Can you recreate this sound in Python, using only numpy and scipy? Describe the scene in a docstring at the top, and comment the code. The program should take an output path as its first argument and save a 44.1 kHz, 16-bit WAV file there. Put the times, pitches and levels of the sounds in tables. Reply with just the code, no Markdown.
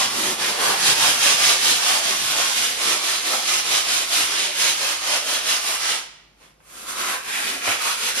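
"""A coarse abrasive pad scrubs the wall of an empty fibreglass pool, about five strokes a second.
Random grain impacts, swelling with each stroke, are shaped into rasp, body and hiss and ring the wall panel.
After a short pause with a soft footfall the pad works along the rim, where the impacts ring hollow; bumps thud.
Decaying noise gives the hard basin's echo; sines make a faint mains hum and shaped noise the outdoor air.
A stereo microphone hears it all, its two sides alike or apart by frequency."""
import sys
import numpy as np
from scipy import signal
from scipy.fft import rfft, irfft, next_fast_len
from scipy.io import wavfile
from scipy.ndimage import uniform_filter1d, map_coordinates

SR = 44100
rng = np.random.default_rng(int(sys.argv[2]) if len(sys.argv) > 2 else 0)


def generate_wav(signal):
    """Clip the signal to [-1, 1] and save it as 16-bit WAV at the path in sys.argv[1]."""
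    frames = np.transpose(np.atleast_2d(signal))
    scaled = np.clip(frames, -1, 1) * 32767
    pcm = np.round(scaled).astype(np.int16)
    wavfile.write(sys.argv[1], SR, pcm)


N = 361619

# Hand strokes: peak_s (fastest moment), rise_s, fall_s, rasp_db (before the layer trims), then relative
# to the rasp: pressure_db (body), bite_db (hiss), drum_db (panel), boom_db (deep flexing)
STROKES = [ (0.0, .1, 0.096, -22.5, -7, -9, -17, -29), (0.283, 0.2, 0.076, -25.5, -5, -5, -11, -26),
           (0.457, 0.08, 0.11, -25, -5.5, -7.5, -13.5, -28),
           (0.66, 0.088, 0.12, -23.5, 0.3, -4.5, -17, -29), (0.893, 0.11, 0.07, -19, -10.5, -8.5, -22, -26),
           (1.053, 0.09, .12, -19, -6.5, -6.5, -24, -24), (1.28, 0.097, 0.1, -18, -10.5, -8.5, -23, -30.5),
           (1.468, .1, 0.12, -18.5, -10, -9, -25, -30), (1.675, 0.077, 0.12, -19.5, -14, -7.5, -20.5, -30),
           (1.9, 0.095, 0.12, -20.5, -7.5, -7.5, -23.5, -36),
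           (2.09, 0.086, 0.14, -24.5, -9.5, -9.5, -19, -35), (2.27, 0.17, 0.23, -30, -16, -1.5, -20, -22.5),
           (2.43, 0.18, .14, -23, -8, -10, -27, -38), (2.595, 0.07, 0.16, -23.5, -13, -5.5, -21, -31),
           (2.896, 0.12, 0.1, -22, -8.5, -8, -19.5, -34.5), (3.11, 0.12, 0.11, -24, -11, -8.5, -20.5, -32),
           (3.33, 0.11, 0.094, -24, -6, -6.5, -22, -33), (3.548, 0.14, 0.083, -22.5, -15, -9, -26, -36),
           (3.751, 0.11, 0.096, -22, -10, -8.5, -27, -34), (3.942, 0.096, .12, -23, -11, -8, -25, -37.5),
           (4.18, 0.092, 0.11, -22, -10.5, -6, -26, -32), (4.405, 0.17, .12, -25, -9.5, -12, -19.5, -42),
           (4.663, 0.11, 0.098, -21, -13, -8, -23, -37), (4.872, 0.13, 0.11, -24.5, -8, -8.5, -27.5, -39),
           (5.126, 0.11, .097, -23.5, -7, -9, -33, -42), (5.325, 0.089, 0.099, -25.5, -7.5, -6.8, -31, -45),
           (5.513, 0.079, 0.092, -23.5, -8.5, -8, -30, -41),
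           (5.715, .11, 0.083, -27.5, -6.5, -3.5, -20, -39), (5.894, 0.11, 0.1, -24.5, -8, -11, -26.5, -39),
           (6.441, .055, 0.077, -56, -3.5, -6.5, -12, -30), (6.825, .12, .07, -45, -1.5, 1.5, -7.5, -26),
           (6.889, 0.023, 0.068, -36, -3.5, 0, -12, -30), (7.1, 0.17, 0.088, -30, 0.2, -3, -15, -27),
           (7.372, 0.12, 0.12, -30, -3, -4, -15.5, -36), (7.475, 0.1, 0.13, -30, -5, -5.5, -11.5, -32),
           (7.695, 0.067, 0.078, -24, -4.5, -7.5, -18, -34), (7.875, 0.093, 0.091, -26, -4.5, -5, -20, -38),
           (8.08, 0.12, 0.062, -26.5, -9, -5, -19, -37), (8.2, 0.063, .1, -24.5, -8.5, -6.4, -22, -34)]
# The pad's place on the rim: time_s, hollow_db (ring over body), edge_db (edge over rasp), ring_hz
RIM_CONTACT = [(5.7, -17.5, -18.5, 1299), (6.62, -11, 0, 1448), (6.78, 0, -20, 1293),
               (6.95, 2.5, -15.5, 1280), (7.1, 2.5, -3, 1431), (7.36, 2, -1, 1626), (7.5, -6, -5.5, 1630),
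               (7.7, -3.5, 0, 1350), (7.87, 8, -4, 1233), (8.2, -3, -13.5, 1542)]
# Resonances of the rim's hollow before the ring glides: centre_hz, width_hz, level_db (relative)
RIM_MODES = [(1042, 160, -5.5), (1411, 205, -1.5), (1720, 160, -6)]
# Resonances of the rim's edge: centre_hz, width_hz, level_db (relative)
EDGE_MODES = [(1890, 420, -0.5), (2450, 500, 3.5), (3190, 1300, -6.5)]
# Resonances of the wall panel: centre_hz, width_hz, level_db (relative)
PANEL_MODES = [(197, 28, -7.5), (258, 79, -2), (317, 144, -1.5), (400, 100, -1)]
# Deepest flexing of the wall: centre_hz, width_hz, level_db (relative)
BOOM_MODES = [(86, 18, -5), (111, 14, 0.5), (157.6, 23, 1)]
# Spectrum of the grains' rasp: freq_hz, level_db (relative, per Hz)
RASP_SPECTRUM = [(300, -35), (1000, -7.5), (2000, -3), (3100, 0.5), (4200, -1.5), (5300, -2), (6500, -3.5),
                 (8000, -6.5), (10000, -8.5), (14000, -42)]
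# Spectrum of the scrape's lower body: freq_hz, level_db (relative, per Hz)
BODY_SPECTRUM = [(100, -46), (300, -9), (430, -6), (500, -1), (565, -1), (660, -0.5), (765, -0.5),
                 (900, -1.5), (1100, 1), (1600, -4), (2300, -6), (4000, -21), (12000, -51)]
# Spectrum of the grains' hiss: freq_hz, level_db (relative, per Hz)
HISS_SPECTRUM = [(3000, -42), (6500, -3), (8000, 0.5), (9700, -2.5), (11200, -5.5), (12500, -9.5),
                 (13700, -9), (14500, -25.5)]
# trim of each layer, added to its stroke levels, in dB
RASP_DB, BODY_DB, HISS_DB, DRUM_DB, BOOM_DB = 3.5, 2.5, 2.5, -0.5, 0.7


def scrub():
    """Grains catch and slip under the pad; they rasp, hiss, and shake the wall and its rim."""
    *_, rasp_db, pressure_db, bite_db, drum_db, boom_db = np.transpose(STROKES)
    hollow_db, edge_db, ring_hz = curves(RIM_CONTACT)

    # on the rim the scrape gathers into a few resonances, whose pitch follows the place of the pad
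    ring = resonate(grit(rate=6000, spread_db=2.5), RIM_MODES)
    ring = glide(ring, ring_hz / RIM_MODES[1][0])
    edge = resonate(grit(rate=12000, spread_db=3.5), EDGE_MODES)

    rasp = patchy(coloured(grit(rate=30000, spread_db=1.66), RASP_SPECTRUM), depth_db=0.82)
    body = patchy(coloured(grit(rate=9000, spread_db=4.0), BODY_SPECTRUM), depth_db=1.2)
    hiss = coloured(grit(rate=32000, spread_db=1.7), HISS_SPECTRUM)
    scrape = swell(rasp_db + RASP_DB) * blend(rasp, edge, edge_db)
    scrape += swell(rasp_db + pressure_db + BODY_DB) * blend(body, ring, hollow_db)
    scrape += swell(rasp_db + bite_db + HISS_DB) * hiss

    drum = resonate(grit(rate=2500, spread_db=0.5), PANEL_MODES)
    boom = resonate(grit(rate=860, spread_db=2.5), BOOM_MODES)
    wall = swell(rasp_db + drum_db + DRUM_DB) * drum
    wall += swell(rasp_db + boom_db + BOOM_DB) * boom

    # the wall gives unevenly, and the pad judders as it drags
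    give = amp(1.0 * wobble(rate=18))
    judder = amp(0.5 * wobble(rate=40) + 0.23 * wobble(rate=140))
    return turns() * judder * (scrape + give * wall)


def grit(rate, spread_db):
    """Tiny impacts of abrasive grains, rate a second, of unequal size, scattered anew on each side."""
    hits = rng.random((2, N)) < rate / SR
    pushes = rng.standard_normal((2, N))
    sizes = amp(spread_db * np.clip(rng.standard_normal((2, N)), -2, 2))
    return unit(hits * pushes * sizes)


def patchy(x, depth_db):
    """The colour of the scrape shifts a little as the pad tilts and meets new patches of wall."""
    spectrogram = signal.stft(x, nperseg=512)[2]
    field = rng.standard_normal(spectrogram.shape[1:])
    field = uniform_filter1d(field, size=7, axis=0)  # smooth over frequency
    field = uniform_filter1d(field, size=14, axis=1)  # smooth over time
    shifted = spectrogram * amp(depth_db * unit(field))
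    return unit(signal.istft(shifted, nperseg=512)[1][:, :N])


def glide(x, speed):
    """Play x faster or slower, moment by moment, so all its resonances shift by the factor speed."""
    place = np.cumsum(speed) % (N - 1)
    return np.array([map_coordinates(side, [place]) for side in x])


def swell(peaks_db):
    """Each stroke's gain rises as the hand speeds up and falls as it slows, adding in power to the next."""
    t = np.arange(N) / SR
    power = np.zeros(N)
    for (peak_s, rise_s, fall_s, *_), db in zip(STROKES, peaks_db):
        near = np.abs(t - peak_s) < .5
        age = t[near] - peak_s
        width_s = np.where(age < 0, rise_s, fall_s)
        bell = amp(db) * np.exp(-(age / width_s) ** 2)
        power[near] += bell ** 2
    return np.sqrt(power)


TURN_DIP_DB, TURN_S = -1.5, 0.021  # depth and width of the brief dip where the hand turns round


def turns():
    """Gain that dips between strokes, at the point dividing their gap in proportion to fall and rise."""
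    peak_s, rise_s, fall_s, *_ = np.transpose(STROKES)
    t = np.arange(N) / SR
    dips = np.zeros(N)
    share = fall_s[:-1] / (fall_s[:-1] + rise_s[1:])
    for turn_s in peak_s[:-1] + np.diff(peak_s) * share:
        near = np.abs(t - turn_s) < .5
        dips[near] += np.exp(-((t[near] - turn_s) / TURN_S) ** 2)
    return amp(TURN_DIP_DB * dips)


# Bumps of the pad, and a soft footfall in the pause (6.225 s):
# start_s, level_db (before onset and decay), thud_db (over the scrape)
BUMPS_AND_FOOTFALL = [(0.675, -32.5, -10), (6.225, -68, 2), (6.412, -47, -8), (6.6, -51, -12),
                      (6.695, -59.5, -22), (7.275, -29, -22), (7.672, -18, -20), (7.85, -22, -27)]


def bumps_and_footfall():
    """A bump or footfall: a short scrape over a dull thud of the panel's resonances."""
    t = np.arange(N) / SR
    scrape = coloured(grit(rate=8700, spread_db=13.5), BODY_SPECTRUM)
    thud = resonate(rng.standard_normal(N), BOOM_MODES + PANEL_MODES)
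    out = np.zeros((2, N))
    for start_s, level_db, thud_db in BUMPS_AND_FOOTFALL:
        age = np.maximum(t - start_s, 0)
        onset = 1 - np.exp(-age / 0.0029)
        short_scrape = np.exp(-age / 0.015) * scrape
        dull_thud = amp(thud_db) * np.exp(-age / .05) * thud
        out += amp(level_db) * onset * (short_scrape + dull_thud)
    return out


# Decay of the basin's long tail: freq_hz, t60_s
BASIN_DECAY = [(100, 0.4), (500, 0.72), (2000, 0.83), (5000, 0.69), (9000, 0.51), (14000, 0.26)]
# What the walls throw back: freq_hz, level_db (over the direct sound)
WALL_ECHO = [(100, -4.5), (500, -3), (1200, -3.5), (3000, -5.5), (10000, -12.5)]


def basin(x, walls_t60, tail_db, count=36):
    """Direct sound, wall echoes and a long tail; the echoes change as the hand moves through its places."""
    hop = N // count + 1
    walls, tail = np.zeros((2, 2, N + 2 * SR))
    padded = np.pad(x, ((0, 0), (hop, 2 * hop)))
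    fade = np.sin(np.pi * np.arange(2 * hop) / (2 * hop))  # overlapping pieces keep constant power
    walls_decay = lambda hz: np.full(hz.shape, walls_t60)
    tail_decay = lambda hz: along(BASIN_DECAY, hz)
    for k in range(count + 1):
        piece = fade * padded[:, k * hop:(k + 2) * hop]
        for out, t60 in ((walls, walls_decay), (tail, tail_decay)):
            part = signal.fftconvolve(piece, echo(t60), axes=1)
            out[:, k * hop:k * hop + part.shape[1]] += part
    walls_gain = lambda hz: amp(along(WALL_ECHO, hz))
    total = x + filtered(walls[:, hop:hop + N], walls_gain) + amp(tail_db) * tail[:, hop:hop + N]
    # the three paths share the power of the source
    return filtered(total, lambda hz: 1 / np.sqrt(1 + walls_gain(hz) ** 2 + amp(tail_db) ** 2))


def echo(t60):
    """A fresh half-second pair of decaying noises of energy 1; t60 is a function of frequency."""
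    noise = rng.standard_normal((2, SR // 2))
    hz, t, spectrogram = signal.stft(noise, SR, nperseg=256)
    decay = np.exp(-np.log(1000) * t / t60(hz)[:, None])
    tail = signal.istft(spectrogram * decay, SR, nperseg=256)[1]
    return tail / np.linalg.norm(tail, axis=1, keepdims=True)


# Mains hum: freq_hz, level_db (rms, before wavering and the stereo image)
HUM = [(50, -64), (100, -79.5), (150, -71.5)]
# Spectrum of the outdoor air: freq_hz, level_db (relative, per Hz)
AIR_SPECTRUM = [(20, -42.5), (36, -16), (50, -3), (62, -1), (80, -10), (160, -3), (300, -6.5), (700, -8),
                (2000, -19), (6000, -21), (14000, -33)]


def background():
    """Soft outdoor air as shaped noise, and a mains hum of sines wavering in level and phase."""
    t = np.arange(N) / SR
    hum = np.zeros(N)
    for hz, db in HUM:
        level = np.sqrt(2) * amp(db + 2.9 * wobble(rate=4.6))
        hum += level * np.sin(2 * np.pi * hz * t + .3 * wobble(rate=5.3))
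    return hum + amp(-61) * coloured(rng.standard_normal((2, N)), AIR_SPECTRUM)


# Stereo image: freq_hz, likeness of the sides (0-1), left_lead_rad (phase), left_over_right_db; # from 11 to
# 12.5 kHz the two sides are nearly alike
STEREO_IMAGE = [(60, 0.95, 0.45, -1), (220, 0.86, 0.36, -1.5), (650, .2, 0.9, -0.9), (1300, 0.3, 0.78, -1),
                (2500, 0.09, 1.23, -0.5), (3600, 0.27, 1, -2.5), (5420, 0, 2.2, -5), (7040, 0.6, 3, -2.5),
                (8100, 0.78, 3.5, -1.2), (9500, 0.8, 4.6, -0.6), (10500, 0.78, 5.5, -0.4),
                (11100, 0.97, 6.2, 0), (12500, 0.97, 6.4, 0), (13700, 0.5, 8.6, 0)]


def stereo_image(pair):
    """The two sides share part of the sound, with a level and phase difference between them."""
    def shares(hz):
        angle = np.arccos(np.clip(along(STEREO_IMAGE, hz), -1, 1)) / 2
        return np.array([np.cos(angle), np.sin(angle)])

    def offsets(hz):  # half the level and phase difference goes to each side
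        half_level = amp(along(STEREO_IMAGE, hz, axis=3) / 2)
        half = half_level * np.exp(1j * along(STEREO_IMAGE, hz, axis=2) / 2)
        return np.array([half, 1 / half])

    common, apart = filtered(pair, shares)
    return filtered(np.array([common + apart, common - apart]), offsets)


def amp(db):
    """Decibels to gain."""
    return 10 ** (np.asarray(db) / 20)


def unit(x):
    """Scale x to rms 1."""
    return x / np.sqrt(np.mean(x ** 2) + 1e-20)


def along(points, hz, axis=1):
    """One column of a frequency table, read on a log frequency axis."""
    table = np.transpose(points)
    return np.interp(np.log(hz + 1), np.log(table[0] + 1), table[axis])


def curves(rows):
    """One value per sample for each column after the time."""
    s, *cols = np.transpose(rows)
    return [np.interp(np.arange(N) / SR, s, c) for c in cols]


def wobble(rate):
    """A smooth random curve, rate knots a second."""
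    knots = rng.standard_normal(N // 20)
    return map_coordinates(knots, [np.arange(N) * rate / SR], mode="wrap")


def filtered(x, response):
    """Multiply the spectrum of x by a complex response of frequency."""
    m = next_fast_len(N + SR // 2)
    return irfft(rfft(x, m) * response(np.fft.rfftfreq(m, 1 / SR)), m)[..., :N]


def coloured(x, spectrum):
    """Shape x by the given spectrum, at rms 1."""
    return unit(filtered(x, lambda hz: amp(along(spectrum, hz))))


def resonate(x, modes):
    """Ring x through a set of resonances of alternating sign, at rms 1."""
    def response(hz):
        total = 0
        for k, (centre, width, db) in enumerate(modes):
            damping = 1j * hz * width
            total = total + (-1) ** k * amp(db) * damping / (centre ** 2 - hz ** 2 + damping)
        return total
    return unit(filtered(x, response))


def blend(a, b, b_db):
    """Mix two sounds at constant power, b lying b_db over a."""
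    return (a + amp(b_db) * b) / np.hypot(1, amp(b_db))


def scene():
    """The scrubbing fills the basin and reaches the microphone over the hum and air."""
    in_basin = basin(scrub() + bumps_and_footfall(), walls_t60=0.12, tail_db=-11.0)
    return stereo_image(in_basin + background())


TOP_HZ = 14500  # the recorder's band limit


def record(dry):
    """The recorder rounds off the highest peaks and keeps nothing above its band limit."""
    rounded = dry / (1 + np.abs(dry / .88) ** 8) ** (1 / 8)
    return filtered(rounded, lambda hz: hz < TOP_HZ)


dry = scene()
out = record(dry)
generate_wav(out)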